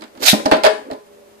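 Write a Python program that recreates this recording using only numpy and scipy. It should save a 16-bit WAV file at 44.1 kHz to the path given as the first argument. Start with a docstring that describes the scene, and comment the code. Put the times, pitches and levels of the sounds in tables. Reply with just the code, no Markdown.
"""Spinning top launched into an arena

A ripcord is pulled through a toy launcher: its teeth rasp ever faster, then a catch lets the top go.
The top thuds into a thin plastic arena, bounces, rattles along the wall and settles to a hum
beside a second top. A small room echoes, and the close microphone clips on the loudest peaks."""
import sys
import numpy as np
from scipy import signal
from scipy.fft import rfft, irfft, next_fast_len
from scipy.io import wavfile
from scipy.ndimage import map_coordinates

SR = 44100
rng = np.random.default_rng(int(sys.argv[2]) if len(sys.argv) > 2 else 0)


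def waveform_to_disk(signal):
    """Save audio, clipped to [-1, 1], as 16-bit WAV at the path in sys.argv[1]."""
    frames = np.transpose(np.atleast_2d(signal))
    scaled = np.clip(frames, -1, 1) * 32767
    samples = np.round(scaled).astype(np.int16)
    wavfile.write(sys.argv[1], SR, samples)


N = 61739


def amp(db):
    """Turn decibels into a gain."""
    return 10 ** (np.asarray(db) / 20)


def along(points, hz):
    """Read a table of (pitch_hz, value) rows at any pitch."""
    pitches, values = np.transpose(points)
    return np.interp(np.log(hz + 1), np.log(pitches + 1), values)


def curves(rows):
    """Join timed rows with straight lines: one curve for each column after the time."""
    times, *columns = np.transpose(rows)
    return [np.interp(np.arange(N) / SR, times, column) for column in columns]


def wobble(rate):
    """A smooth random curve that passes through rate new values a second."""
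    return map_coordinates(rng.standard_normal(N // 100), [np.arange(N) * rate / SR], mode="wrap")


def filtered(x, response):
    """Multiply each frequency in x by response(hz)."""
    size = next_fast_len(N + SR // 2)
    return irfft(rfft(x, size) * response(np.fft.rfftfreq(size, 1 / SR)), size)[..., :N]


def noise(tone, alike):
    """Stereo noise of strength 1, shaped by a tone table; alike is the share both sides have in common."""
    left, right, both = filtered(rng.standard_normal((3, N)), lambda hz: amp(along(tone, hz)))
    mix = np.sqrt(alike) * both + np.sqrt(1 - alike) * np.array([left, right])
    return mix / np.sqrt(np.mean(mix ** 2) + 1e-20)


def pan(left_db):
    """Two gains that make the left side left_db louder; below zero, the right is louder."""
    return amp(np.array([[.5], [-.5]]) * left_db)


def fade(fade_s):
    """Half a second of a curve that starts at 1 and drops 60 dB every fade_s."""
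    return np.exp(-np.log(1000) * np.arange(SR // 2) / SR / fade_s)


def ring(hz, fade_s):
    """One tone that dies away."""
    return fade(fade_s) * np.sin(2 * np.pi * hz * np.arange(SR // 2) / SR)


def strikes(times, gains, shape):
    """Start a copy of the shape at each time, with its own gain."""
    pulses = np.bincount(np.abs(np.asarray(times) * SR).astype(int), gains, N)[:N]
    return signal.fftconvolve(pulses, shape)[:N]


def bursts(times, db, shape):
    """The loudness curve of overlapping blows whose power adds up."""
    return np.sqrt(np.abs(strikes(times, amp(db) ** 2, shape ** 2)))


# How long the room rings: pitch_hz, fade_s
ROOM_FADES = [(100, 0.37), (400, 0.29), (1500, 0.42), (4500, 0.34), (9000, 0.46), (15000, .25)]
# The tone of its echo: pitch_hz, level_db
ROOM_TONE = [(60, -13.5), (250, -18), (700, -7), (2000, -4), (5000, -4), (14000, -7.5)]
ECHO_DELAY_S = 0.0048


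def room(x):
    """The walls return a blurred echo in which each pitch dies at its own speed."""
    hz, t, spectrum = signal.stft(rng.standard_normal((2, SR // 2)), SR, nperseg=256)
    decay = np.exp(-np.log(1000) * t / along(ROOM_FADES, hz)[:, None])
    tail = signal.istft(spectrum * decay, SR, nperseg=256)[1]
    tail = np.pad(tail / np.linalg.norm(tail[0]), ((0, 0), (int(ECHO_DELAY_S * SR), 0)))
    echo = signal.fftconvolve(x.sum(0)[None] / np.sqrt(2), tail, axes=1)[:, :N]
    return filtered(echo, lambda f: amp(along(ROOM_TONE, f))) * pan(left_db=3)


# Tones of the tips spinning on the arena floor: pitch_hz, level_db, left_db
HUM_TONES = [(215.6, -60.5, -4), (349, -68.5, -5), (406.4, -52, 5.5), (484, -64, -11), (564, -60.5, -2.5),
             (586, -54.5, -8), (810, -74.5, 1)]
# How the hum swells and sinks: time_s, change_db
HUM_SWELL = [(0, -11), (.7, 10), (.85, -10.5), (1.03, -4), (1.14, 1), (1.23, 1), (1.3, -3.5), (1.4, -3.5)]
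# Scraping tips and room air: pitch_hz, level_db
SCRAPE_TONE = [(25, -19.5), (50, -18.5), (80, -11.5), (140, -14), (260, -6.5), (620, -7.5), (950, -11.5),
               (2000, -18.5), (4500, -23), (8000, -25), (14500, -28.5)]


def spinning_tops():
    """The tips make the arena floor hum in wavering tones, over a faint scrape."""
    swell_db, = curves(HUM_SWELL)
    hum = 0
    for hz, db, left_db in HUM_TONES:
        phase = 2 * np.pi * np.cumsum(hz * (1 + 0.0046 * wobble(15))) / SR
        gain = np.sqrt(2) * amp(db + swell_db + 2.86 * wobble(12))
        hum += gain * np.sin(phase) * pan(left_db)
    scrape = amp(-51 + .8 * wobble(40)) * noise(SCRAPE_TONE, alike=0.17)
    return hum + scrape


# The tip's trip over the plastic: time_s, level_db, left_db
ROLL_PATH = [(0, -40, -7), (.07, -57.5, 7.5), (.14, -54, -7), (.24, -26, 1.5), (.32, -55, -28),
             (.37, -29.5, 11), (.45, -32.5, -2), (.5, -36.5, 8), (.58, -26.5, 6.5), (.63, -40.5, 6),
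             (.72, -40, 4), (.82, -47.5, 1), (.89, -40.5, -0.5), (.97, -44.5, 0), (1.02, -64.5, 2.5),
             (1.4, -72, -14.5)]
# The arena's rumble under the tip: pitch_hz, level_db
RUMBLE_TONE = [(30, -46), (80, -18.5), (160, -30), (210, -2.5), (320, 5.5), (365, 1), (420, -5.5),
               (500, 2.5), (600, 2.5), (730, -16.5), (840, -3), (1100, -14), (2000, -20), (6000, -53)]
SPIN_HZ, FLUTTER_DB, BUMPS_DB = 66.2, -2, 4


def rolling_tip():
    """The travelling tip rumbles on the plastic, fluttering once a turn."""
    level_db, left_db = curves(ROLL_PATH)
    flutter_db = FLUTTER_DB * np.sin(2 * np.pi * SPIN_HZ * np.arange(N) / SR)
    gain = amp(level_db + flutter_db + BUMPS_DB * wobble(65))
    return gain * noise(RUMBLE_TONE, alike=0.89) * pan(left_db)


# The pull on the cord: time_s, teeth_per_s, level_db, left_db
CORD_PULL = [(.195, 110, -49, -9), (.215, 100, -39, -12), (.238, 190, -18, -5.5), (.247, 230, -25, -16),
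             (.26, 330, -19.5, -8.5), (.272, 390, -15.5, -13), (.285, 520, -16.5, -5),
             (.302, 520, -18.5, 1), (.322, 400, -22.5, 0), (.36, 180, -41, -3.5)]
# The rasp of its teeth: pitch_hz, level_db
RASP_TONE = [(40, -64.5), (130, -51.5), (280, -29), (450, -29), (680, 2.5), (980, -11.5), (1150, -15.5),
             (1400, -3.5), (2400, -4.5), (3100, -1.5), (4300, 2.5), (5800, -1.5), (7200, -5), (10000, -10),
             (14500, -8.5)]
# Ringing tones of the launcher, with a thin high shimmer on each click: pitch_hz, level_db, fade_s
CLICK_TONES = [(2349, -5.5, .09), (2413, -1.5, 0.14), (3780, -11.5, 0.15), (3804, -13, 0.15),
               (4490, -0.5, 0.12), (4960, -23, 0.1464), (9126, -10.5, .18), (14050, -5, 0.17),
               (13144, -20, 0.16)]
# The cord's end and the catch snap against the launcher: start_s, low_db, high_db
CATCH_SNAPS = [(0.277, -21.5, -32.5), (0.2825, -3.5, -1.5), (0.2946, -12.5, -9), (0.298, -17, -5),
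               (0.3156, -33, -11)]
# The low and the high part of a snap: pitch_hz, level_db
SNAP_LOW_TONE = [(200, -42.5), (690, -5), (950, -14.5), (1130, -34), (1450, -21.5), (2100, -6.5),
                 (2430, 3.5), (2800, -7.5), (3600, -33.5)]
SNAP_HIGH_TONE = [(2500, -29), (3200, -7), (3570, 4.5), (3850, 5), (4300, -5), (4900, -24.5), (8000, -11),
                  (14500, -13.5)]
TOOTH_SCATTER_S, TOOTH_SCATTER_DB, SLIDE_SHARE, CLICK_RING_DB = 0.00017, 3.5, 0.68, -3
BASS_CUT_HZ, HIGHEST_HZ = 208, 14700


def launcher():
    """Each tooth of the cord clicks with a ring and a high shimmer; the catch snaps as the top leaves."""
    teeth_per_s, level_db, left_db = curves(CORD_PULL)
    t = np.arange(N) / SR
    pulling = (t > CORD_PULL[0][0]) * (t < CORD_PULL[-1][0])
    teeth_passed = np.floor(np.cumsum(teeth_per_s * pulling) / SR)
    teeth = np.flatnonzero(np.diff(teeth_passed))  # the samples where a tooth clicks
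    chance = rng.standard_normal((N // 100, 2))[:len(teeth)]
    times = t[teeth] + TOOTH_SCATTER_S * chance[:, 0]
    sizes = amp(TOOTH_SCATTER_DB * chance[:, 1])
    clicks = strikes(times, sizes, fade(fade_s=0.019))
    rasp = (clicks + SLIDE_SHARE) * noise(RASP_TONE, alike=0.22) * amp(level_db) * pulling
    click_ring = sum(amp(db) * ring(hz, fade_s) for hz, db, fade_s in CLICK_TONES) / len(CLICK_TONES)
    ringing = strikes(times, sizes * amp(level_db[teeth] + CLICK_RING_DB), click_ring)
    start_s, low_db, high_db = np.transpose(CATCH_SNAPS)
    snap_fade = fade(fade_s=0.0516)
    snaps = bursts(start_s, low_db, snap_fade) * noise(SNAP_LOW_TONE, alike=0.55)
    snaps += bursts(start_s, high_db, snap_fade) * noise(SNAP_HIGH_TONE, alike=0.081)
    sound = (rasp + ringing) * pan(left_db) + snaps * pan(left_db=3.5)
    # The launcher gives off no bass: everything below about BASS_CUT_HZ falls away.
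    return filtered(sound, lambda hz: (hz < HIGHEST_HZ) * (1j * hz / (BASS_CUT_HZ + 1j * hz)) ** 2)


# Hits on the arena: start_s, boom_db, wall_db, clack_db, tick_db, spot_hz (the struck spot's pitch)
ARENA_HITS = [(.009, -46, -69, -52, -42.5, 293), (.0205, -39.5, -43, -33, -39.5, 284.5),
              (.039, -43, -42.5, -40, -41, 290), (.152, -48.5, -49, -48, -56, 300),
              (.175, -39, -56, -43, -46.5, 660), (.223, -35, -25, -25.5, -48, 614),
              (.331, -11.5, -13, -20.5, -47, 217), (.4568, -13.5, -12, -20.5, -24.5, 830),
              (.4605, -28.5, -18, -35.5, -22, 595), (0.5139, -27, -4, -12.5, -24, 810),
              (.5195, -8.5, -12.5, -9.5, -26.5, 286), (.533, -26, -19, -17, -35.5, 694),
              (.553, -30.5, -21.5, -26.5, -43.5, 267), (.5675, -22, -20, -37, -33.5, 285),
              (0.6362, -36, -20.5, -17.5, -19.5, 810), (.642, -29, -10, -14.5, -21.5, 646),
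              (.650, -35.5, -18, -10, -17.5, 624), (0.6574, -28, -8, -8.5, -22.5, 1860),
              (0.6655, -33, -11, -14, -18, 676), (.706, -47, -24, -32.5, -48, 427),
              (.901, -47.5, -28, -41.5, -70.5, 610), (.9125, -24.5, -26.5, -35, -37, 635),
              (0.9255, -31, -51, -48.5, -47.5, 256), (0.932, -56, -31.5, -45.5, -43, 265)]
# Ringing tones of its floor and wall: pitch_hz, level_db, fade_s
ARENA_TONES = [(216, -0.5, 0.1333), (262.2, 1, 0.099), (311.2, -2, 0.13), (418.4, -10, 0.43),
               (436.4, -7, 0.25), (552.5, -12.5, 0.24), (601.6, -3, 0.19), (634.3, 2, 0.15),
               (716, -4.5, 0.035), (821, 0, 0.1), (846, -5.5, 0.17), (976.5, -5.5, 0.095),
               (1018, -10.5, 0.34), (1867, -11.5, 0.084)]
# The plastic's four short noises, from dull to sharp: pitch_hz, level_db
BOOM_TONE = [(20, -49), (50, -37), (80, -25), (130, -16.5), (165, -15.5), (200, -1), (290, 6), (450, -13),
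             (700, -20.5), (1500, -55.5)]
WALL_TONE = [(80, -72), (280, -24), (420, 0.5), (500, -0.5), (600, 7), (730, 2), (850, -1.5), (1100, -14),
             (2000, -44)]
CLACK_TONE = [(80, -62), (350, -19), (820, 5), (1200, 2), (1800, 1), (2600, -5), (3400, -7), (4600, -9.5),
              (5600, -20), (9000, -27), (15000, -43)]
TICK_TONE = [(100, -62.5), (800, -37), (2500, -7), (4400, 9), (6000, -3.5), (9500, -5.5), (11000, -12.5),
             (14500, -15)]
# Which side rings as the top circles: time_s, left_db
RINGING_SIDE = [(.33, -3), (.55, -1.5), (.65, -3.5), (.72, 9.5), (.85, 1.5), (.9, -2.5)]
BOOM_HZ, WALL_HZ = 303, 420  # tones below the first follow boom_db, above the second wall_db
SPOT_DB, SPOT_OCTAVES = 7, 0.25  # boost for tones near the struck spot's pitch
RING_DB, RING_SCATTER_DB, RISE_S, THUMP_DB = -6.5, 2.5, 0.0022, -16.5


def arena_hits():
    """Each hit rings the thin plastic and adds a boom, a thump, a wall knock, a clack and a tick."""
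    start_s, boom_db, wall_db, clack_db, tick_db, spot_hz = np.transpose(ARENA_HITS)
    rise = 1 - np.exp(-np.arange(SR // 2) / SR / RISE_S)
    scatter_db = RING_SCATTER_DB * rng.standard_normal((len(ARENA_HITS), len(ARENA_TONES)))
    signs = np.sign(rng.standard_normal(scatter_db.shape))
    ringing = 0
    for k, (hz, db, fade_s) in enumerate(ARENA_TONES):
        wall_share = np.clip((hz - BOOM_HZ) / (WALL_HZ - BOOM_HZ), 0, 1)
        hit_db = (1 - wall_share) * boom_db + wall_share * wall_db + scatter_db[:, k]
        hit_db += SPOT_DB * np.exp(-(np.log2(hz / spot_hz) / SPOT_OCTAVES) ** 2)
        ringing += strikes(start_s, signs[:, k] * amp(hit_db + db + RING_DB), rise * ring(hz, fade_s))
    boom = bursts(start_s, boom_db, rise * fade(fade_s=0.095)) * noise(BOOM_TONE, alike=0.94)
    # The whole arena thumps against the carpet with each boom.
    thump = strikes(start_s, amp(boom_db + THUMP_DB), ring(hz=103.9, fade_s=0.0489))
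    knock = bursts(start_s, wall_db, rise * fade(fade_s=0.11)) * noise(WALL_TONE, alike=0.44)
    clack = bursts(start_s, clack_db, fade(fade_s=0.11)) * noise(CLACK_TONE, alike=0.21)
    tick = bursts(start_s, tick_db, fade(fade_s=0.028)) * noise(TICK_TONE, alike=0.17)
    left_db, = curves(RINGING_SIDE)
    return (ringing + boom + thump + knock + clack) * pan(left_db) + tick * pan(left_db=-14)


LEFT_LAG_S, PULL_ECHO_DB, HITS_ECHO_DB = 0.0004335, -9, -6


def scene():
    """Launcher and arena lie a little to the right in the room, so that side hears them first."""
    pull, hits = launcher(), arena_hits()
    sources = pull + hits + rolling_tip() + spinning_tops()
    delay_s = LEFT_LAG_S * np.array([[.5], [-.5]])
    direct = filtered(sources, lambda hz: np.exp(-2j * np.pi * hz * delay_s))
    return direct + amp(PULL_ECHO_DB) * room(pull) + amp(HITS_ECHO_DB) * room(hits)


CLIP_HARDNESS = 12


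def record(dry):
    """The microphone flattens the loudest peaks and keeps nothing above HIGHEST_HZ."""
    clipped = dry / (1 + np.abs(dry) ** CLIP_HARDNESS) ** (1 / CLIP_HARDNESS)
    return filtered(clipped, lambda hz: hz < HIGHEST_HZ)


dry = scene()
out = record(dry)
waveform_to_disk(out)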